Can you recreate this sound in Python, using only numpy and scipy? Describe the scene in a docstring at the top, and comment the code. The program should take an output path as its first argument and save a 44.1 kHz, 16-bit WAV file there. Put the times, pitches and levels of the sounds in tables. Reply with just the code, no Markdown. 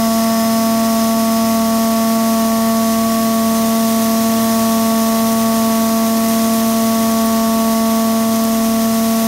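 """Hammer crusher in a workshop shed

A bucket of grit is shaken out over the feed tray of a running crusher. The hammers chop the air six
times a turn into a loud hum and a thin whine; the frame drones, churned air roars, and grit hisses
and ticks on the steel. The bucket swings in front of the microphone, screening the whine and shifting
the standing waves of the hum. The machine sits dead centre, the same in both channels."""
import sys
import numpy as np
from scipy import signal
from scipy.fft import rfft, irfft, next_fast_len
from scipy.io import wavfile

SR = 44100
rng = np.random.default_rng(int(sys.argv[2]) if len(sys.argv) > 2 else 0)


def master(y):
    """Save y as 16-bit WAV."""
    cut = np.clip(np.atleast_2d(y).T, -1, 1)
    pcm = np.round(cut * 32767)  # scale
    wavfile.write(sys.argv[1], SR, pcm.astype(np.int16))


N = 408807
TIME = np.arange(N) / SR
HAMMERS = 6

# weak drones of motor, belts and frame: f/Hz, relative level/dB
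FRAME_DRONES = [(49.7, -64), (52.7, -70), (62.5, -55), (87.3, -55), (99.6, -54), (107.6, -52.5),
                (125, -54.5), (134.8, -47), (144.6, -56), (162.2, -52), (175, -47), (196, -60),
                (216.6, -53), (249.8, -47), (266, -66), (308.5, -46.5), (367, -53.5), (382.6, -52.5)]
# air churned in the casing: f/Hz, relative density/(dB per Hz)
AIR_SPECTRUM = [(28, -97), (36, -90), (44, -73), (80, -69.5), (135, -61.5), (175, -66.5), (235, -55.5),
                (310, -63), (410, -65), (490, -65), (620, -62), (850, -64.5), (1090, -67), (1450, -71),
                (2200, -78.5), (5000, -100)]
# grit scouring the steel: f/Hz, relative density/(dB per Hz)
GRIT_SPECTRUM = [(900, -91.5), (1600, -69), (1870, -64.5), (2250, -69), (3000, -68), (3650, -66),
                 (4850, -66), (5400, -64.5), (6300, -64.5), (7100, -65.5), (7600, -69), (8600, -66.5),
                 (10000, -68), (10500, -69.4), (11500, -64.5), (15700, -69.5)]
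# resonances of the steel casing: f/Hz, width/Hz, lift/dB
CASING_MODES = [(525, 13, 1), (1065, 76, 4), (1310, 43, 6), (2110, 80, 1), (2910, 100, 4), (3635, 45, 2),
                (5180, 27, 2.5), (5520, 78, 1.5), (6110, 97, 4.5), (11800, 400, 0.5)]
# single grains and clumps striking steel: t/s, level/dB, centre f/Hz, decay/ms
GRIT_STRIKES = [(1.018, -18, 5200, 2), (5.327, -23, 11000, 7), (6.283, -25, 8000, 12),
                (6.318, -24, 11000, 9.7), (6.535, -24, 10000, 10), (7.257, -23, 12500, 10),
                (8.4386, -10.5, 15000, 0.8), (8.4513, -18, 6500, 1.5)]
# slides of grit out of the bucket: t/s, length/s, flow/(0-1)
GRIT_SLIDES = [(3.35, 1.5, 1), (4.853, 1.5, .62), (6.146, 0.93, 0.7), (8.854, .5, .8)]
# shoves of the bucket across the tray and back: t/s, length/s, reach/(0-1)
BUCKET_SHOVES = [(3.4, 1.27, 0.46), (5.7, 1.55, 0.55), (7.92, 1.85, 0.96)]
# tones locked to the rotor: order/(cycles a turn), relative level/dB
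ROTOR_ORDERS = [(1, -48.5), (2, -47), (3, -42), (4, -51), (5, -40.5), (6, -15.5), (7, -35.5), (8, -48),
                (9, -46.5), (10, -55.5), (12, -30.5), (14, -61), (15, -45), (16, -49), (18, -22.2),
                (20, -59), (21, -46.5), (24, -32), (26, -50), (27, -46.5), (28, -54), (30, -26), (33, -46),
                (34, -55), (36, -41.5), (39, -55.5), (42, -49), (48, -44), (51, -50), (54, -46), (60, -53),
                (63, -54.5), (66, -53.5), (126, -56), (132, -44.5), (135, -53), (138, -39), (144, -62)]
# change at the microphone, a row for each hammer harmonic from the first up:
# bucket aside/dB, at full reach/dB, rim passing/dB
STANDING_WAVES = [(-0.3, 0, -0.5), (-5, -1, -1), (1.2, -1, -.2), (-1, -8, -9.5), (-1.3, -4, 1),
                  (3.5, 0, -4)]


def gain_of(db):
    """Decibels to amplitude."""
    return 10 ** (np.asarray(db) / 20)


def unit_rms(x):
    """Scales to rms 1."""
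    return x / np.sqrt(np.mean(x ** 2) + 1e-20)


def coloured(white, spectrum):
    """Gives a white signal of rms 1 a spectrum in dB per Hz."""
    size = next_fast_len(N)
    hz, db = np.transpose(spectrum)
    bin_hz = np.fft.rfftfreq(size, 1 / SR)
    shape = gain_of(np.interp(np.log(bin_hz + 1), np.log(hz), db))
    return irfft(rfft(white, size) * shape, size)[:N] * np.sqrt(SR / 2)


def wander(rate_hz, size=4096):
    """Random drift of rms 1, with little motion above the rate."""
    hz = np.fft.rfftfreq(size, N / SR / size)
    slow = irfft(rfft(rng.standard_normal(size)) / (1 + (hz / rate_hz) ** 2))
    return np.interp(TIME, np.linspace(0, N / SR, size), unit_rms(slow))


def shed_tone(cycles, db, waver, waver_hz):
    """A sine wavering in level and phase, as the shed's echoes make it at the microphone."""
    angle = 2 * np.pi * (cycles + rng.random())
    in_phase = (1 + waver * wander(waver_hz)) * np.cos(angle)
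    quadrature = waver * wander(waver_hz) * np.sin(angle)
    return np.sqrt(2) * gain_of(db) * (in_phase + quadrature)


def bucket_position(arrive_s=3.7):
    """How far the bucket is off to the side, and how far shoved over the tray (both 0-1)."""
    aside = np.maximum(1 - TIME / arrive_s, 0)
    reach = sum(far * np.sin(np.pi * np.clip((TIME - start) / length, 0, 1))
                for start, length, far in BUCKET_SHOVES)
    return aside, reach


def grit_flow(rise_s=0.25, fade_s=0.31):
    """Each slide out of the bucket builds up, runs and trickles out."""
    flow = np.zeros(N)
    for start, length, strength in GRIT_SLIDES:
        age = np.maximum(TIME - start, 0)
        flow += strength * (1 - np.exp(-age / rise_s)) * np.exp(-np.maximum(age - length, 0) / fade_s)
    return flow


def frame_drone(trim_db=-1.0):
    """Motor, belts and frame drone in the background and beat against the hum."""
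    return sum(shed_tone(hz * TIME, db + trim_db, waver=0.27, waver_hz=0.8) for hz, db in FRAME_DRONES)


def air_roar(flow, trim_db=-0.7, flow_db=1.4):
    """Air churned in the casing roars, a little louder while grit runs."""
    return coloured(rng.standard_normal(N), AIR_SPECTRUM) * gain_of(trim_db + flow_db * flow)


def grit_hiss(turns, aside, flow, split_hz=7700, trim_db=-1.36, flutter_db=0.47):
    """Grit scours the casing, louder with the flow, pulsing faintly with each hammer and each turn."""
    hiss = coloured(rng.standard_normal(N), GRIT_SPECTRUM)
    low = signal.sosfiltfilt(signal.butter(3, split_hz, fs=SR, output="sos"), hiss)
    coarse = low * gain_of(0.36 * flow + 0.6 * aside)
    fine = (hiss - low) * gain_of(0.62 + 0.7 * flow)
    pulsing = 1 + 0.017 * np.cos(2 * np.pi * HAMMERS * turns) + 0.022 * np.cos(2 * np.pi * turns)
    return (coarse + fine) * pulsing * gain_of(trim_db + flutter_db * wander(rate_hz=17))


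def grit_patter(flow, grains_per_s=1500, spread_db=2.5, skid_s=0.00077, trim_db=-12):
    """Poured grains land on the tray and skid for a moment, most small and a few large."""
    lands = rng.random(N) < flow * grains_per_s / SR
    sizes = gain_of(spread_db * np.minimum(rng.exponential(1, N), 4))
    power = np.convolve((lands * sizes) ** 2, np.exp(-TIME[:400] / skid_s))[:N]
    patter = unit_rms(np.sqrt(power) * rng.standard_normal(N))
    return gain_of(trim_db) * coloured(patter, GRIT_SPECTRUM)


def grit_ticks(width_octaves=0.48, size=4096):
    """Short bright bursts where a large grain or a clump hits steel."""
    out = np.zeros(N + size)
    hz = np.fft.rfftfreq(size, 1 / SR)
    for start, db, centre_hz, decay_ms in GRIT_STRIKES:
        band = np.exp(-0.5 * (np.log2((hz + 1) / centre_hz) / width_octaves) ** 2)
        burst = unit_rms(irfft(rfft(rng.standard_normal(size)) * band))
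        fade = np.exp(-TIME[:size] * 1000 / decay_ms)
        out[round(start * SR):][:size] += gain_of(db) * burst * fade
    return out[:N]


def steel_casing(noise, ripple_db=1.37, ripple_step_hz=45, steps=2048):
    """The casing colours the noise: a few strong modes, and a fine ripple from its many weak ones."""
    size = next_fast_len(N)
    hz = np.fft.rfftfreq(size, 1 / SR)
    strong_db = sum(db / (1 + (2 * (hz - centre) / width) ** 2) for centre, width, db in CASING_MODES)
    weak_db = ripple_db * np.interp(hz, np.arange(steps) * ripple_step_hz, rng.standard_normal(steps))
    return irfft(rfft(noise, size) * gain_of(strong_db + weak_db), size)[:N]


def rotor_turns(free_hz=37.587, loaded_hz=37.492, sag_s=4.4):
    """Turns made so far, as the rotor sags from its free speed towards its loaded speed."""
    speed = loaded_hz + (free_hz - loaded_hz) * np.exp(-TIME / sag_s)
    return np.cumsum(speed) / SR


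def hammer_tones(turns, aside, reach, rim_at_s=3.15, rim_width_s=0.29):
    """Hammer passes make the hum; unequal hammers add other orders, the high ones a buzz and a whine."""
    rim = np.exp(-((TIME - rim_at_s) / rim_width_s) ** 2)  # the rim swings past the microphone, briefly dipping some harmonics
    standing_db = np.array(STANDING_WAVES) @ np.array([aside, reach, rim])
    screen_db = 9 * aside - 2 * reach  # the treble drops as the bucket comes in front
    out = np.zeros(N)
    for order, db in ROTOR_ORDERS:
        order = round(order)
        cycles = order * turns
        harmonic, between = divmod(order, HAMMERS)
        if not between and harmonic <= len(standing_db):  # hum
            waver = 0.014 * harmonic ** 0.33  # shorter waves are disturbed more across the shed
            out += shed_tone(cycles, db + standing_db[harmonic - 1], waver, waver_hz=7.1)
        elif order > 100:  # whine
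            out += shed_tone(cycles, db - 5.2 + screen_db, waver=0.14, waver_hz=3.7)
        elif harmonic > len(standing_db):  # buzz
            out += shed_tone(cycles, db - 1.8 + 0.3 * screen_db, waver=0.32, waver_hz=2.2)
        else:  # side tones around the hum's harmonics
            out += shed_tone(cycles, db - 1.0, waver=0.32, waver_hz=1.8)
    return out


def scene():
    """Crusher and bucket from one fixed microphone position in the shed."""
    turns = rotor_turns()
    aside, reach = bucket_position()
    flow = grit_flow()
    tones = hammer_tones(turns, aside, reach) + frame_drone()
    noise = air_roar(flow) + grit_hiss(turns, aside, flow) + grit_patter(flow)
    machine = tones + steel_casing(noise) + grit_ticks()
    return np.array([machine, machine])


def record(dry, edge_hz=15750):
    """The microphone chain cuts off steeply at the top of its band."""
    lowpass = signal.firwin(1023, edge_hz, window=("kaiser", 9), fs=SR)
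    return signal.oaconvolve(dry, lowpass[None], "same")


dry = scene()
out = record(dry)
master(out)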